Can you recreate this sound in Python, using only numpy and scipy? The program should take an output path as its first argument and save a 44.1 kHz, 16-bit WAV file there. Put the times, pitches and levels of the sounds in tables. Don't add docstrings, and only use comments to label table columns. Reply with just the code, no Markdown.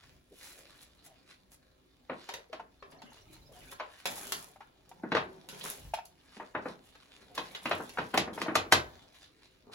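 import sys
import numpy as np
from scipy import signal
from scipy.fft import rfft, irfft, next_fast_len
from scipy.io import wavfile

SR = 44100
rng = np.random.default_rng(int(sys.argv[2]) if len(sys.argv) > 2 else 0)


def waveform_to_disk(signal):
    frames = np.transpose(np.atleast_2d(signal))
    scaled = np.clip(frames, -1, 1) * 32767
    samples = np.round(scaled).astype(np.int16)
    wavfile.write(sys.argv[1], SR, samples)


N = 429534
T = np.arange(N) / SR
HIT_T = T[:SR * 3 // 5]

# t/s, length/s, flow/dB, foam/dB, drumming/dB
POURS = [(3.52, 0.2, -70, -63, -62), (4.055, 0.33, -57.5, -45.5, -50), (5.49, 0.26, -61.5, -55, -55.5),
         (5.63, 0.047, -54, -45, -51), (7.35, 0.39, -61.5, -61, -64), (7.62, 0.26, -61.5, -57, -59),
         (7.93, 0.27, -62.5, -63.5, -62.5), (8.33, 0.07, -58, -57.5, -49.5)]


def undb(db):
    return 10 ** (np.asarray(db) / 20)


def unit(x):
    return x / np.sqrt(np.mean(x ** 2) + 1e-24)


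def unit_energy(x):
    return x / np.sqrt(np.sum(x ** 2) + 1e-24)


def at(points, hz):
    f, v = np.transpose(points)
    return np.interp(np.log(np.maximum(hz, 1)), np.log(f), v)


def colour(x, points, size=4096):
    cepstrum = irfft(np.log(undb(at(points, np.fft.rfftfreq(size, 1 / SR)))))
    cepstrum[1:size // 2] *= 2
    cepstrum[size // 2 + 1:] = 0
    response = irfft(np.exp(rfft(cepstrum)))
    return signal.fftconvolve(x, response)[:len(x)]


def bands(x, count=18):
    centres = np.geomspace(40, 16000, count)
    size = next_fast_len(len(x))
    spectrum, f = rfft(x, size), np.fft.rfftfreq(size, 1 / SR)
    for hz, share in zip(centres, np.eye(count)):
        yield hz, irfft(spectrum * at(np.c_[centres, share], f), size)[:len(x)]


def drift(rate):
    knots = rng.standard_normal(1000)
    return np.interp(T * rate, np.arange(len(knots)), knots)


def flicker(x, depth_db, rate):
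    return unit(sum(band * undb(depth_db * drift(rate)) for _, band in bands(x, count=36)))


def add(out, s, sound):
    start = max(int(s * SR), 0)
    part = sound[:max(N - start, 0)]
    out[start:start + len(part)] += part


def fade(t60):
    return np.exp(-np.log(1000) * HIT_T / t60)


def rise(seconds):
    return 1 - np.exp(-HIT_T / seconds)


def ring(modes):
    chance = rng.standard_normal((len(modes), 3)) * [2.5, .008, 1]
    out = np.zeros(len(HIT_T))
    for (hz, db, t60), (louder, detune, polarity) in zip(modes, chance):
        tone = np.sign(polarity) * np.sin(2 * np.pi * hz * (1 + detune) * HIT_T)
        out += undb(db + louder) * tone * fade(t60)
    return out


def tail(t60s, build_cycles=0.43):
    noise = rng.standard_normal(len(HIT_T))
    decays = (band * fade(at(t60s, hz)) * rise(build_cycles / hz) for hz, band in bands(noise))
    return unit_energy(sum(decays))


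def level_hit(x, db, band_hz, size=1024):
    onset = signal.sosfilt(signal.butter(2, band_hz, "band", fs=SR, output="sos"), x[:size])
    return x * undb(db) / np.sqrt(np.mean(onset ** 2))


def grains(size, rate, scatter_db):
    gains = undb(scatter_db * np.minimum(rng.exponential(size=size), 5))
    return unit((rng.random(size) < rate / SR) * gains * rng.standard_normal(size))


def cavity(hz, width_hz):
    pole = np.exp(-np.pi * width_hz / SR)
    noise = rng.standard_normal(len(hz)) + 1j * rng.standard_normal(len(hz))
    slow = signal.lfilter([1], np.poly([pole, pole]), noise)
    return unit(np.real(slow * np.exp(2j * np.pi * np.cumsum(hz) / SR)))


def swell(s, length, skew=0.03, steepness=1.84):
    away = (T - s) / (length / 2)
    reach = np.abs(away) * (1 - skew * np.sign(away))
    return np.exp(-np.minimum(reach, 10) ** steepness)


def flow(s, length, attack_s=0.0029, release_s=0.084, sag_db_per_s=15.5):
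    age = np.maximum(T - s, 0)
    attack = np.minimum(age / attack_s, 1)
    release = np.exp(-np.clip((age - length) / release_s, 0, 20))
    return attack * undb(-sag_db_per_s * age) * release


def envelope(rows, shape, db_column):
    return np.sqrt(sum((undb(row[db_column]) * shape(row[0], row[1])) ** 2 for row in rows))


def washing(rest_db, db_column):
    # mid-stroke t/s, length/s, rub/dB, foam/dB
    strokes = [(.03, 0.22, -68, -81), (.467, 0.19, -58, -54), (.585, 0.063, -69, -60.5),
               (.73, 0.38, -68, -68), (.83, 0.036, -70, -58), (1.058, 0.037, -68, -53.5),
               (1.16, 0.35, -73.5, -86), (1.315, 0.077, -63, -72), (1.533, 0.04, -92, -57),
               (2.27, 0.22, -60, -71), (2.92, 0.043, -69, -67), (3.15, 0.17, -70.5, -70),
               (3.34, 0.055, -65.5, -61), (3.72, 0.025, -59, -46.5), (3.97, 0.17, -61, -67.5),
               (5.4, 1, -72.5, -75.5), (6.35, 0.34, -67.5, -74), (6.69, 0.11, -63.5, -64.5),
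               (6.87, 0.06, -69, -65), (7.24, 1, -69.5, -75.5), (8.97, 0.48, -68, -86.5),
               (9.16, 0.062, -61.5, -66.5), (9.23, 0.078, -61.5, -69), (9.44, 0.24, -71, -82),
               (9.735, 0.023, -53.5, -63)]
    stroking, pouring = envelope(strokes, swell, db_column), envelope(POURS, flow, db_column)
    return np.sqrt(stroking ** 2 + pouring ** 2 + undb(rest_db) ** 2)


def air(drone_db=-70.5, rumble_rest_db=-71):
    # f/Hz, level/dB
    drone_eq = [(60, -6.5), (140, -4), (250, 0.5), (450, -6.5), (750, -12.5), (1500, -22), (4000, -35.5)]
    # f/Hz, level/dB
    rumble_eq = [(18, -25.5), (35, -6), (58, 0), (95, -2), (160, -9), (400, -37)]
    # peak t/s, length/s, level/dB
    swells = [(.09, 0.22, -61.5), (2.8, 0.53, -82.5), (3.38, 0.45, -59), (3.66, 0.26, -60),
              (5.87, 0.15, -52), (8.78, 0.37, -54)]
    drone = flicker(colour(rng.standard_normal(N), drone_eq), depth_db=4, rate=10)
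    rumble = unit(colour(rng.standard_normal(N), rumble_eq))
    heave = np.hypot(undb(rumble_rest_db), envelope(swells, swell, db_column=2))
    return drone * undb(drone_db) + rumble * heave


def rubbing(gain_db=4.0, grip_db=1.8, pocket_hz=1900, pocket_db=-10):
    # f/Hz, level/dB
    rub_eq = [(200, -13.5), (600, -1.5), (1200, 3.5), (2200, 3.5), (4000, 6), (7000, -6.5), (9500, -4.5),
              (14000, -36)]
    slips = grains(N, rate=2200, scatter_db=3.4) + .4 * rng.standard_normal(N)
    friction = flicker(colour(slips, rub_eq), depth_db=3, rate=24)
    pocket = cavity(pocket_hz * 2 ** (.6 * drift(11)), width_hz=900)
    grip = undb(gain_db + grip_db * drift(35))
    return (friction + undb(pocket_db) * pocket) * washing(rest_db=-80, db_column=2) * grip


def foam(gain_db=0.15):
    # f/Hz, level/dB
    fizz_eq = [(5000, -17.5), (8500, -10.5), (11000, -11), (13500, -17), (16000, -21.5)]
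    pops = grains(N, rate=2000, scatter_db=3.2) + .35 * rng.standard_normal(N)
    clusters = undb(2.2 * drift(70))
    fizz = unit(colour(pops * clusters, fizz_eq))
    return fizz * washing(rest_db=-86, db_column=3) * undb(gain_db)


def squelches():
    # t/s, length/s, level/dB, start f/Hz, end f/Hz
    gurgles = [(0.304, 0.06, -56, 430, 370), (0.524, 0.19, -65, 611, 540), (1.052, 0.11, -63.5, 740, 656),
               (2.274, 0.158, -53, 567, 489), (2.88, 0.22, -65.5, 820, 600),
               (3.472, 0.092, -59.5, 600, 530)]
    out = np.zeros(N)
    for s, length, db, first_hz, last_hz in gurgles:
        progress = np.minimum(HIT_T / length, 1)
        hz = first_hz * (last_hz / first_hz) ** progress
        add(out, s, cavity(hz, width_hz=220) * np.sin(np.pi * progress) * undb(db))
    return out


def drumming():
    # peak t/s, length/s, level/dB
    grumbles = [(.82, 0.8, -75), (2.95, 0.24, -61.5), (3.45, 0.29, -67), (5.36, 1, -60.5),
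                (6.74, 0.36, -66), (7.3, 0.39, -62), (8.93, 0.33, -63.5), (9.7, 0.11, -59)]
    # f/Hz, level/dB
    hollow_eq = [(60, -17.5), (140, 1), (250, 2.5), (450, -3.5), (750, -3), (1500, -19.5), (4000, -48)]
    taps = grains(N, rate=900, scatter_db=2.5)
    patter = flicker(colour(taps, hollow_eq), depth_db=5, rate=18)
    return patter * np.hypot(envelope(POURS, flow, db_column=4), envelope(grumbles, swell, db_column=2))


def buckling(ring_db=-1.0, modes_db=-12, patch_db=-11, patch_t60=0.054, lead_in_db=-15):
    # t/s, body/dB, thump/dB, snap/dB, patch f/Hz
    buckles = [(2.096, -38.5, -3.5, -20, 530), (2.529, -43.5, -6, -6, 607), (2.597, -54, -8.5, -51, 960),
               (3.798, -38.5, -25, -12, 1016), (5.034, -42, 6, -51, 314), (5.118, -32.5, -2, -10.5, 810),
               (5.149, -29, -6, -8.5, 456), (5.167, -30.5, -36.5, -9.5, 1120), (6.367, -56, 11, -3, 407),
               (6.398, -44.5, -10.5, -25, 918), (6.549, -35, -7, -24.5, 1004), (6.655, -39, -2, -32, 501),
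               (7.377, -36, -9, -5, 1027), (7.656, -36, -1.5, -8.5, 2040), (7.711, -30, -10, -9.5, 1536),
               (7.798, -42, 2, -52, 430), (7.984, -33, -2, -11, 910), (8.139, -30.5, -8, -13, 933),
               (8.175, -27.5, -4, -1.5, 1840), (8.274, -43.5, 3.5, -34.5, 655),
               (8.376, -42, -6, -19.5, 914), (8.416, -36.5, -0.5, -2.5, 1206), (8.46, -41, -9, -36.5, 642),
               (8.481, -36.5, -3, -22, 315), (8.516, -47, 10.5, -33, 338), (8.554, -26, -11, -1.6, 1180),
               (8.661, -52.5, 5.5, -18, 360), (8.723, -20.5, -13, -0.8, 1540)]
    # f/Hz, level/dB, t60/s
    sheet_modes = [(95, -8, 0.5), (271.1, -6, 0.29), (342, -3, 0.49), (471.7, -11, 0.41), (613, -3, 0.26),
                   (744, -0.5, 0.19), (1086, 5.5, 0.15), (1238, 3.5, 0.17), (1461, -3, 0.18),
                   (1537, 7.5, 0.12), (1721, 4, 0.14), (2530, 12.5, 0.16)]
    # f/Hz, t60/s
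    ring_decay = [(80, 0.47), (250, 0.32), (600, 0.23), (1500, 0.21), (4000, 0.16), (16000, 0.1)]
    tick_eq = [(300, -17.0), (1600, 0.5), (5000, -12.5), (16000, -19.5)]
    low_cut = signal.butter(2, 170, "high", fs=SR, output="sos")
    out, lead = np.zeros(N), 600
    for s, body_db, thump_db, snap_db, hz in buckles:
        crack = unit_energy(grains(len(HIT_T), rate=15000, scatter_db=1) * fade(0.05))
        patch = unit_energy(ring([(hz, 0, patch_t60), (1.1 * hz, -4, patch_t60)]))
        wash = tail(ring_decay, build_cycles=0.65)
        modes = unit_energy(ring(sheet_modes))
        tick = unit_energy(colour(rng.standard_normal(len(HIT_T)) * fade(0.026), tick_eq))
        blow = signal.sosfilt(low_cut, crack) + undb(snap_db / 2 - 2) * tick
        blow += undb(ring_db) * wash + undb(modes_db) * modes + undb(patch_db) * patch
        blow *= rise(.0018 * max(1 - undb(snap_db), .1))
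        lead_in = undb(lead_in_db) * np.std(blow[:lead]) * rng.standard_normal(lead)
        lead_in *= np.linspace(0, 1, lead) ** 2
        low, high = thump_db + 8, snap_db - 1.5
        bass = low + 1.27 * (body_db + 31)
        eq = [(30, low - 38), (85, bass - 7), (220, low), (550, 4.0), (1800, -2.2), (4200, high),
              (7000, 2.43 * high - 1.5), (12000, 3 * high - 6), (16000, 2.6 * high - 23)]
        hit = colour(np.r_[lead_in, blow], eq)
        add(out, s - lead / SR, level_hit(hit, body_db - 0.3, band_hz=(400, 2500), size=lead + 1024))
    return out


def splats(gain_db=3.5, scatter_s=0.0034):
    # t/s, spray/dB, body over spray/dB
    landings = [(2.289, -52.5, 6), (2.338, -50.5, 4), (2.824, -64, 15.5), (2.921, -72, 11),
                (3.018, -64.5, 4.5), (3.723, -63, 16.5), (4.055, -42, 3), (4.321, -41, 0), (4.605, -71, 22),
                (4.892, -70, -5), (5.488, -55.5, 0.5), (5.656, -58, 16), (5.7, -53.5, -10.5),
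                (5.938, -50, 2.5), (6.051, -64.5, -6), (6.952, -68, 8.5), (7.348, -58.5, -2),
                (7.549, -54.5, 5.5), (7.892, -58, 2), (8.14, -59.5, -11)]
    out = np.zeros(N)
    burst = np.exp(-HIT_T / scatter_s) * rise(0.0018)
    for s, spray_db, body_db in landings:
        drops = grains(len(HIT_T), rate=5000, scatter_db=4.3) * burst
        eq = [(50, body_db - 22), (250, body_db - 7), (600, body_db), (1700, body_db - 1.5),
              (4200, 0.24), (11000, -3 - 1.65 * body_db), (16000, -11 - 1.5 * body_db)]
        add(out, s, level_hit(colour(drops, eq), spray_db + gain_db, band_hz=(2500, 7000)))
    return out


def bucket(splash_db=-17, soften=0.52):
    # t/s, level/dB, f/Hz
    knocks = [(2.292, -41.5, 940), (2.338, -45, 926), (2.596, -39.5, 902), (3.017, -51.5, 900),
              (3.118, -56, 887), (4.559, -53, 760), (4.605, -49, 810), (4.618, -51.5, 920),
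              (4.913, -48.5, 936), (5.936, -27.5, 867), (5.974, -42, 843), (5.986, -36.5, 914)]
    # ratio to the pitch, level/dB, t60/s
    hollow_modes = [(.79, 11, 0.044), (1, 14.5, 0.045), (1.8, -5, 0.056), (2.85, 1.5, 0.062),
                    (3.25, -1.5, 0.06)]
    splash_eq = [(250, -45.5), (800, 9.0), (3000, -4), (7000, -19), (16000, -33.5)]
    out = np.zeros(N)
    hardest_db = max(db for _, db, _ in knocks)
    for s, db, hz in knocks:
        tilt_db = soften * (db - hardest_db)
        modes = [(hz * k, mode_db + tilt_db * abs(np.log2(k)), t60) for k, mode_db, t60 in hollow_modes]
        hollow = unit_energy(ring(modes))
        splash = unit_energy(colour(rng.standard_normal(len(HIT_T)) * fade(0.07), splash_eq))
        knock = (hollow + undb(splash_db - tilt_db) * splash) * rise(0.0018)
        onset_rms = np.sqrt(np.mean(knock[:256] ** 2))
        add(out, s, knock * undb(db) / onset_rms)
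    return out


def bubble(hz, cycles, glide):
    age = HIT_T[:4096] * hz / cycles
    phase = 2 * np.pi * hz * np.cumsum(1 + glide * np.minimum(age, 3)) / SR
    return np.sin(phase) * np.exp(-age) * (1 - np.exp(-6 * age))


def bubbles(count=1500, low_hz=500, high_hz=6500, small_db=1, pour_db=-1, gulp_db=5, gulp_s=.014):
    # t/s, level/dB, f/Hz
    pockets = [(2.498, -50, 483), (2.83, -57, 415), (3.035, -47, 240), (3.301, -51.5, 327)]
    # t/s, length/s, level/dB
    stirs = [(2.95, 0.6, -68.5), (3.52, 0.36, -67.5)]
    small, gulps = np.zeros(N), np.zeros(N)
    for when, fine, loud in rng.random((count, 3)):
        blip = bubble(low_hz * (high_hz / low_hz) ** fine, cycles=4 + 11 * fine, glide=.06)
        add(small, when * N / SR, blip * undb(14 * loud ** 2 + 4 * fine))
    for s, db, hz in pockets:
        add(gulps, s, bubble(hz, cycles=gulp_s * hz, glide=-0.033) * undb(db + gulp_db))
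    churn = envelope(stirs, flow, db_column=2) + undb(pour_db) * envelope(POURS, flow, db_column=2)
    return unit(small) * churn * undb(small_db) + gulps


def clear_tones(waver=.028):
    # t/s, length/s, level/dB, start f/Hz, end f/Hz
    glides = [(2.796, .03, -65, 4360, 4200), (3.167, 0.028, -60, 2670, 2980),
              (3.21, 0.023, -63, 5600, 5800), (3.322, 0.04, -59, 3900, 4300),
              (3.415, 0.021, -64, 4200, 3960), (3.453, .035, -62.5, 5000, 5400),
              (3.54, .075, -55.5, 725, 733), (3.597, 0.052, -60, 3300, 1940),
              (3.668, 0.045, -57, 2050, 2880), (5.227, 0.15, -47.5, 361, 381)]
    out = np.zeros(N)
    for s, length, db, first_hz, last_hz in glides:
        progress = np.minimum(HIT_T / length, 1)
        tremble = 1 + waver * drift(400)[:len(HIT_T)]
        hz = first_hz * (last_hz / first_hz) ** progress * tremble
        tone = np.sin(2 * np.pi * np.cumsum(hz) / SR)
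        add(out, s, tone * np.sin(np.pi * progress) * undb(db))
    return out


def smacks(t60=.075):
    # t/s, level/dB, f/Hz
    closings = [(5.61, -38.5, 3440), (7.377, -36, 3375), (7.548, -37.5, 3130), (7.657, -34.5, 2635),
                (7.715, -38, 2490), (7.973, -32.5, 1314)]
    out = np.zeros(N)
    for s, db, hz in closings:
        add(out, s, cavity(np.full(len(HIT_T), hz), width_hz=1300) * fade(t60) * undb(db))
    return out


def garden(x, wet_db):
    # f/Hz, t60/s
    garden_decay = [(80, 0.19), (600, 0.36), (4000, 0.18), (16000, 0.2)]
    # f/Hz, side over mid/dB
    side_eq = [(60, -8), (250, -4), (600, 0.5), (1500, 4), (4000, 8), (7000, 4.5), (10000, -26.5),
               (16000, -16)]
    mid, side = tail(garden_decay), colour(tail(garden_decay), side_eq)
    fade_in = 1 - np.exp(-(HIT_T / 0.00058) ** 2)
    response = undb(wet_db) * np.array([mid + side, mid - side]) * fade_in
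    response[:, 0] += 1
    return signal.fftconvolve(x[None], response, axes=-1)[:, :N] / np.hypot(1, undb(wet_db))


def wandering(x, wet_db):
    share = (1 + np.sin(2 * drift(4))) / 2
    return garden(x * share, wet_db) + garden(x * (1 - share), wet_db)


def scene():
    feet = garden(buckling() + smacks(), wet_db=-11.5)
    water = wandering(splats() + bubbles() + drumming(), wet_db=-1.0)
    sponge_and_tones = wandering(rubbing() + squelches() + clear_tones(), wet_db=-9)
    knocks = garden(bucket(), wet_db=-15)
    lather = garden(foam(), wet_db=-7.0)
    return feet + water + sponge_and_tones + knocks + lather + garden(air(), wet_db=0.5)


def record(dry):
    # f/Hz, left lead/rad
    port_phase = [(0, 0), (1000, .15), (2000, .8), (3200, 2.1), (4800, 1.9), (6000, 0), (7300, -1.2),
                  (8600, -3.14), (10500, -6.1), (11500, -6.4), (13400, -9.42), (15000, -12.4),
                  (16500, -12.6)]
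    balance_eq = [(100, -0.5), (250, -1.0), (600, 2.0), (1200, 2.0), (2500, 0.4), (4800, -3.5), (7500, 0)]
    size = next_fast_len(N + 4096)
    f = np.fft.rfftfreq(size, 1 / SR)
    lead = np.interp(f, *np.transpose(port_phase))
    split = np.array([[.5], [-.5]])
    ports = np.exp(1j * split * lead) * undb(split * at(balance_eq, f))
    sound = irfft(rfft(dry, size) * ports, size)[:, :N]
    return signal.sosfilt(signal.ellip(8, .2, 70, 16000, fs=SR, output="sos"), sound)


dry = scene()
out = record(dry)
waveform_to_disk(out)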